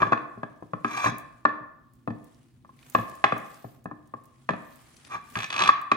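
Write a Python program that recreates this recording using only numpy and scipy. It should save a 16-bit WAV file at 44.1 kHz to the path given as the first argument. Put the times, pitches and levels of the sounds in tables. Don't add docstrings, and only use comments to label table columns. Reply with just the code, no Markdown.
import sys
import numpy as np
from scipy import signal
from scipy.fft import rfft, irfft
from scipy.io import wavfile
from scipy.ndimage import uniform_filter1d

SR = 44100
rng = np.random.default_rng(int(sys.argv[2]) if len(sys.argv) > 2 else 0)


def to_wav(s):
    ch = np.atleast_2d(s).T
    pcm = np.round(np.clip(ch, -1, 1) * 32767)
    wavfile.write(sys.argv[1], SR, pcm.astype(np.int16))


N = 262999


def gain_of(db):
    return 10 ** (np.asarray(db) / 20)


def unit_rms(x):
    return x / np.sqrt(np.mean(x ** 2) + 1e-20)


def read(points, hz):
    f, value = np.transpose(points)
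    return np.interp(np.log(hz + 1), np.log(f + 1), value)


def sides(db):
    return gain_of(np.array([db / 2, -db / 2]))


# frequency in Hz, correlation (no unit).
LIKENESS = [(60, 0.83), (200, 0.36), (550, 0.084), (2000, 0.18), (9000, 0.069), (15000, 0.36)]


def correlated(left, other, hz):
    same = np.clip(read(LIKENESS, hz), -1, 1)[:, None]
    return np.array([left, same * left + np.sqrt(1 - same ** 2) * other])


def noise(tone, patchy_db, flicker_db, size):
    frames, hz = 4 * N // size + 5, np.fft.rfftfreq(size, 1 / SR)
    a, b, c, d, patches = rng.standard_normal((frames, len(hz), 5)).T
    patches = uniform_filter1d(patches, size=6, axis=0)
    patches = unit_rms(uniform_filter1d(patches, size=8, axis=1))
    flicker = unit_rms(uniform_filter1d(rng.standard_normal(frames), size=3))
    spectra = correlated(a + 1j * b, c + 1j * d, hz)
    spectra *= gain_of(read(tone, hz)[:, None] + patchy_db * patches + flicker_db * flicker)
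    return unit_rms(signal.istft(spectra, nperseg=size, noverlap=3 * size // 4)[1][:, :N])


# frequency in Hz, relative density in dB per Hz.
AIR_COLOUR = [(15, -60.5), (25, -25.5), (55, 0.5), (92, -15.5), (134, -2), (200, -21.5), (236, -4.5),
              (476, -45), (2910, -45), (3720, -42), (4870, -46), (8140, -56.5), (16000, -40)]
AIR_DB = -62.5
# centre in Hz, bandwidth in Hz, rms level in dB.
HUM_BANDS = [(128.3, 18, -63), (248.5, 17, -68.5), (332, 29, -73)]


def appliance():
    t = np.arange(N) / SR
    out = gain_of(AIR_DB) * noise(AIR_COLOUR, patchy_db=1.5, flicker_db=.6, size=2048)
    for hz, width_hz, db in HUM_BANDS:
        pole = np.exp(-np.pi * width_hz / SR)
        waver = signal.lfilter([1], [1, -pole], rng.standard_normal(N) + 1j * rng.standard_normal(N))
        hum = (waver * np.exp(2j * np.pi * hz * t)).real
        out += gain_of(db) * unit_rms(hum)
    return out


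# frequency in Hz, time to fall by 60 dB in seconds.
ROOM_DECAY = [(100, 0.46), (300, 0.57), (1000, 0.73), (2000, 0.61), (5000, 0.39), (12000, 0.13)]
# frequency in Hz, reverberant level in dB.
ROOM_LEVEL = [(100, -5.5), (400, -8), (1100, -10.5), (2500, -6), (8000, -9.5)]


def kitchen(x):
    taps = np.zeros((2, SR))
    at = np.arange(200, SR - 20, 20) + rng.integers(0, 20, (2, (SR - 201) // 20))
    np.put_along_axis(taps, at, rng.choice([-1., 1.], at.shape), 1)
    hz, t, spectra = signal.stft(taps, SR, nperseg=512)
    spectra = correlated(spectra[0], spectra[1], hz)
    fade = gain_of(-60 * t / read(ROOM_DECAY, hz)[:, None])
    fade = fade / np.sqrt((fade ** 2).sum(1, keepdims=True))
    fade = fade * gain_of(read(ROOM_LEVEL, hz))[:, None]
    tail = signal.istft(spectra * fade, SR, nperseg=512)[1] * np.sqrt(20 / 256)
    return signal.fftconvolve(x[:1], tail, axes=1)[:, :N]


# time in seconds, hiss level in dB, fizz level in dB.
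CUTTING = [(0.0, -70, -83), (0.58, -74, -98), (1.05, -68, -79), (1.36, -70, -89), (1.74, -85, -101),
           (2.319, -67, -82.5), (2.62, -77, -99), (2.97, -53, -54.5), (3.22, -62, -82), (3.499, -57.5, -64),
           (3.739, -67, -68), (3.87, -79.5, -100), (4.5, -67, -93.5), (4.68, -61.5, -65),
           (5.08, -58, -83.5), (5.2, -68.5, -81), (5.36, -51, -60), (5.7, -71, -83), (5.96, -70, -89)]
# frequency in Hz, density in dB per Hz.
CUTTING_COLOURS = [
    [(1500, -0.5), (3500, -5), (5300, -8.5), (9000, -6.5), (11500, -7.5), (13000, -45)],
    [(11000, -46), (12800, 7), (14600, 7.5), (15800, -8.5)],
]


def meat_hiss():
    s, *levels_db = np.transpose(CUTTING)
    out = np.zeros((2, N))
    for db, tone in zip(levels_db, CUTTING_COLOURS):
        level = gain_of(np.interp(np.arange(N) / SR, s, db))
        out += level * noise(tone, patchy_db=2.0, flicker_db=2.5, size=256)
    return out


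# start in seconds, peak in dB before panning, centre in Hz,
# left-right level difference in dB.
MEAT_SNAPS = [(1.1835, -29.5, 12300, 5), (1.935, -51, 10800, -6.5), (1.954, -56, 12900, 9),
              (2.2433, -47, 13600, -4.5), (2.346, -54.5, 5910, -6), (2.79, -51.5, 2600, 14),
              (2.8286, -47.5, 2320, -5), (2.899, -32.5, 12400, -8), (3.097, -45.5, 9000, -14),
              (3.1525, -45, 11000, 13), (3.38, -37, 11900, -2), (3.544, -45, 6520, -6.5),
              (3.8426, -48.5, 10220, -3.5), (4.0738, -56, 9000, -3), (4.2374, -49.5, 11930, 1.5),
              (4.256, -53, 10900, -17.5), (4.758, -46, 14070, -12), (4.817, -52, 11340, -12),
              (4.9666, -44.5, 5500, 7), (5.049, -40.5, 3330, 7), (5.3013, -42, 9800, -1),
              (5.8145, -42.5, 11700, -6)]


def meat_snaps(snap_s=0.0019, tail_s=0.014, tail_db=-13.0, width=1.7):
    t, out = np.arange(2048) / SR, np.zeros((2, N))
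    for s, db, hz, pan_db in MEAT_SNAPS:
        burst = rng.standard_normal(2048) * (np.exp(-t / snap_s) + gain_of(tail_db) * np.exp(-t / tail_s))
        band = [hz / width, min(hz * width, .45 * SR)]
        snap = signal.lfilter(*signal.butter(2, band, "band", fs=SR), burst)
        part = out[:, int(s * SR):][:, :len(t)]
        snap = gain_of(db) * sides(pan_db)[:, None] * snap / abs(snap).max()
        part += snap[:, :part.shape[1]]
    return out


# frequency in Hz, lead of the left in radians.
PORT_LEAD = [(300, -0.27), (600, -2), (1050, 1.41), (2240, 2), (3600, -2.5), (5200, 2), (9000, 1)]
# frequency in Hz, left-right level difference in dB.
PORT_BALANCE = [(60, -2.5), (150, 2.5), (380, 6.5), (950, 2.5), (2380, -2), (5980, 4.5), (15000, -7.5)]


def ports(hz):
    lead = np.exp(.5j * np.multiply.outer([1, -1], read(PORT_LEAD, hz)))
    return lead * sides(read(PORT_BALANCE, hz))


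# start in seconds, drive of the ring near 1.1 kHz in dB,
# weight (thud relative to the ring) in dB, hardness (treble relative to the ring) in dB.
PLATE_BLOWS = [(0.0186, -12.5, -12.5, -17), (0.028, -12.5, -21, -21.5), (0.0681, -30.5, -3.5, -14),
               (0.1215, -11.5, -14, -19), (0.1296, -6.5, -25.5, -26), (0.175, -28, -16, -15),
               (0.375, -47.5, 6, -20), (0.4314, -22.5, -11, -25), (0.6241, -43.5, 4.5, -22),
               (0.7339, -21, -8, -27), (0.8457, -14.5, -14, -17), (1.042, -17.5, -20.5, -22),
               (1.0599, -13.5, -10, -20), (1.0844, -37, 4, -15), (1.1204, -42, 4, -24),
               (1.4521, -4.5, -24.5, -26), (1.4894, -29, -14.5, -18), (1.6075, -52, 8, -22.5),
               (2.0755, -25.5, -4, -23.5), (2.1033, -38.5, 7.5, -15), (2.6477, -46, -14.5, -31.5),
               (2.6914, -47.5, -15, -30.5), (2.9488, -11.5, -13.5, -16), (2.9852, -29, 0, -10.5),
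               (3.2401, -2.5, -24.5, -14), (3.2613, -27, -30, -22), (3.3221, -17, -10, -16.5),
               (3.3646, -26.5, -10, -28.5), (3.644, -38, 2, -30.5), (3.8563, -29, -9.5, -29.5),
               (3.9122, -28.5, -11.5, -37.5), (4.1375, -29.5, -11, -33.5), (4.4898, -14, -15, -15.5),
               (4.5053, -31, -2, -5), (4.5348, -31, -2, -16), (5.3545, -21, -30.5, -7),
               (5.69, -5, -40, -15.5), (5.6991, -24.5, -15, -12), (5.724, -52, -16, -1),
               (5.916, -8, -19.5, -13)]
# start in seconds, drive near 3 kHz in dB.
RIDGE_SKIPS = [(5.3713, -30), (5.3879, -27), (5.4029, -26), (5.4211, -30), (5.4308, -26.5), (5.4419, -25.5),
               (5.4618, -39), (5.5024, -24.5), (5.5165, -39), (5.5266, -22.5), (5.5407, -26), (5.5629, -22),
               (5.5792, -24.5), (5.5915, -18.5), (5.6037, -19.5), (5.6201, -16), (5.6363, -18),
               (5.649, -26.5), (5.659, -26), (5.675, -15.5)]
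SKIP_RING_DB, SKIP_WEIGHT_DB = -4.5, -23


def impacts():
    skips = [(s, db + SKIP_RING_DB, SKIP_WEIGHT_DB, -SKIP_RING_DB) for s, db in RIDGE_SKIPS]
    return list(PLATE_BLOWS) + skips


IMPACT_HZ = [110, 220, 650, 1150, 1750, 3000, 8000]
DEEP_DB, DEEP_SHARE = 6.0, 1.5
BODY_DB, BODY_SHARE = -0.5, 0.61
UPPER_DB, UPPER_SHARE = -9, 0.32
EDGE_DB, EDGE_SHARE = 2.5, 1.21


def landing(hz):
    levels = []
    for _, db, weight, hard in impacts():
        curve = [DEEP_DB + DEEP_SHARE * weight, weight, BODY_DB + BODY_SHARE * weight, 0,
                 UPPER_DB + UPPER_SHARE * hard, hard, EDGE_DB + EDGE_SHARE * hard]
        levels.append(db + np.interp(np.log(hz + 1), np.log(IMPACT_HZ), curve))
    return np.array(levels)


# frequency in Hz, level in dB added to the contact spectrum.
CLACK_COLOUR = [(50, -5), (110, 19.5), (300, 32), (1100, 21.5), (2000, 36), (3000, 24), (6000, 7),
                (10000, -6.5), (15000, -20.5)]


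def clacks(rise_s=.0006, fall_s=0.0046):
    t, hz, out = np.arange(2048) / SR, np.fft.rfftfreq(2048, 1 / SR), np.zeros((2, N))
    grains = rng.standard_normal((len(impacts()), 2048))
    grains *= (1 - np.exp(-t / rise_s)) * np.exp(-t / fall_s)
    grains /= np.linalg.norm(grains, axis=1, keepdims=True)
    colour = gain_of(landing(hz) + read(CLACK_COLOUR, hz))
    for row, spectrum in zip(impacts(), rfft(np.roll(grains, 256, 1)) * colour):
        clack = irfft(spectrum * ports(hz))[:, 256:]
        part = out[:, int(row[0] * SR):][:, :clack.shape[1]]
        part += clack[:, :part.shape[1]]
    return out


# start in seconds, strongest moment in seconds, end in seconds,
# peak drive in dB before the judder, brightness in dB an octave, power of the fade (small = abrupt end).
BLADE_STROKES = [(0.0, 0.003, 0.16, -28.5, -4.5, 2.6), (0.834, 1.065, 1.11, -29, 1.13, 0.97),
                 (5.083, 5.149, 5.21, -36.5, -1, 2.3), (5.355, 5.367, 5.398, -34, -5.5, 1.1),
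                 (5.485, 5.646, 5.72, -28, -1.6, 0.87)]
SWELL = 1.12
JUDDER_DB, JUDDER_S = 2, 0.015


def strokes():
    t, level, bright = np.arange(N) / SR, np.zeros(N), np.zeros(N)
    for start, top, end, db, tilt, fade in BLADE_STROKES:
        rise = np.clip((t - start) / (top - start), 0, 1)
        fall = np.clip((end - t) / (end - top), 0, 1)
        level += gain_of(db) * rise ** SWELL * fall ** fade
        bright[(t > start) & (t < end)] = tilt
    judder = signal.oaconvolve(rng.standard_normal(N), np.hanning(int(JUDDER_S * SR) + 3), "same")
    return level * gain_of(JUDDER_DB * unit_rms(judder)), bright


# frequency in Hz, relative density in dB per Hz.
RASP_COLOUR = [(2650, -40.5), (4500, -15), (9770, -15), (11800, -35.5), (12000, -7), (13100, -13.5),
               (15100, -32), (16000, -36.5)]


def rasp(level, bright):
    grit = noise(RASP_COLOUR, patchy_db=1.5, flicker_db=1.0, size=256)
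    return gain_of(-21.0 + 2 * bright) * level * grit


def blade_slips(level, slips_per_s=1500, spread_db=2.5):
    sizes = gain_of(spread_db * np.minimum(rng.exponential(1, N), 3.0))
    slips = sizes * (rng.random(N) < slips_per_s / SR)
    return level * unit_rms(slips) * rng.choice([-1., 1.], N)


# frequency in Hz, level in dB, time to fall by 60 dB in seconds,
# extra level when rubbed in dB.
PLATE_MODES = [(121, -8.5, 0.12, -14), (178.4, -0.5, 0.082, -15.5), (234, -4, 0.088, -25.5),
               (301, -7.5, 0.14, -28.5), (397, -3, 0.036, -14), (504.4, -4.5, 0.035, -9.5),
               (573, -1, 0.028, -17.5), (657.5, 2.5, 0.026, -10.5), (816, -11.5, 0.054, 4),
               (947, -10, 0.029, 7.5), (1063.4, -3.5, 0.064, 2.5), (1160.4, -1.5, 0.032, 7),
               (1285, -14, 0.12, 3.5), (1412, -11, .04, 2.5), (1646.6, 2.5, 0.04, -3),
               (1758, 2.5, 0.062, -9.5), (1854, -2.5, 0.024, -6), (2380, -2.5, 0.034, 0),
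               (2552, -1.5, 0.035, -9), (3280, -17.5, 0.0067, -1), (3419, -5, 0.022, -8),
               (3912, -6, 0.01, -7.5), (4590, -18.5, 0.033, -3.5), (5306, -21, 0.017, 3),
               (5854, -19, 0.023, -0.5), (6546, -21.5, 0.038, 5), (7800, -37.5, 0.087, 8.5),
               (9570, -33, 0.046, 0)]


def plate(level, bright, vary_db=3.5, rise_s=0.00084, thud_s=0.004):
    at = (np.transpose(impacts())[0] * SR).astype(int)
    chance = rng.standard_normal((len(at), 2 * len(PLATE_MODES)))
    slips = blade_slips(level)
    out = np.zeros((2, N))
    for k, (hz, mode_db, t60, rub_db) in enumerate(PLATE_MODES):
        ring = 1000 ** (-1 / (t60 * SR))
        rise = np.exp(-1 / ((rise_s + thud_s * (100 / hz) ** 2) * SR))
        turn = np.exp(2j * np.pi * hz / SR)
        rubbed = slips * np.sqrt(1 - ring ** 2) * gain_of(rub_db + bright * np.log2(hz / 1100))
        drive = np.array([rubbed, rubbed])
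        drive[:, at] += gain_of(landing(hz) + vary_db * chance[:, 2 * k]) * np.sign(chance[:, 2 * k + 1])
        poles = np.convolve([1, -ring * turn], [1, -rise * turn])
        mode = signal.lfilter([1 - rise], poles, drive)
        out += gain_of(mode_db) * (mode * ports(hz)[:, None]).imag
    return out


def scene():
    level, bright = strokes()
    meat = meat_hiss() + meat_snaps()
    near = plate(level, bright) + rasp(level, bright) + clacks() + meat
    return near + kitchen(near) + appliance()


EDGE_HZ = 16100


def record(dry, dip_hz=12100, dip_q=5.9, cut_hz=60):
    dipped = dry - .8 * signal.lfilter(*signal.iirpeak(dip_hz, dip_q, SR), dry)
    thinned = signal.sosfilt(signal.butter(2, cut_hz, "high", fs=SR, output="sos"), dipped)
    squeezed = 1.2 * np.tanh(thinned / 1.2)
    band_limit = signal.firwin(511, EDGE_HZ, window=("kaiser", 9), fs=SR)
    return signal.oaconvolve(squeezed, band_limit[None], "same")


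dry = scene()
out = record(dry)
to_wav(out)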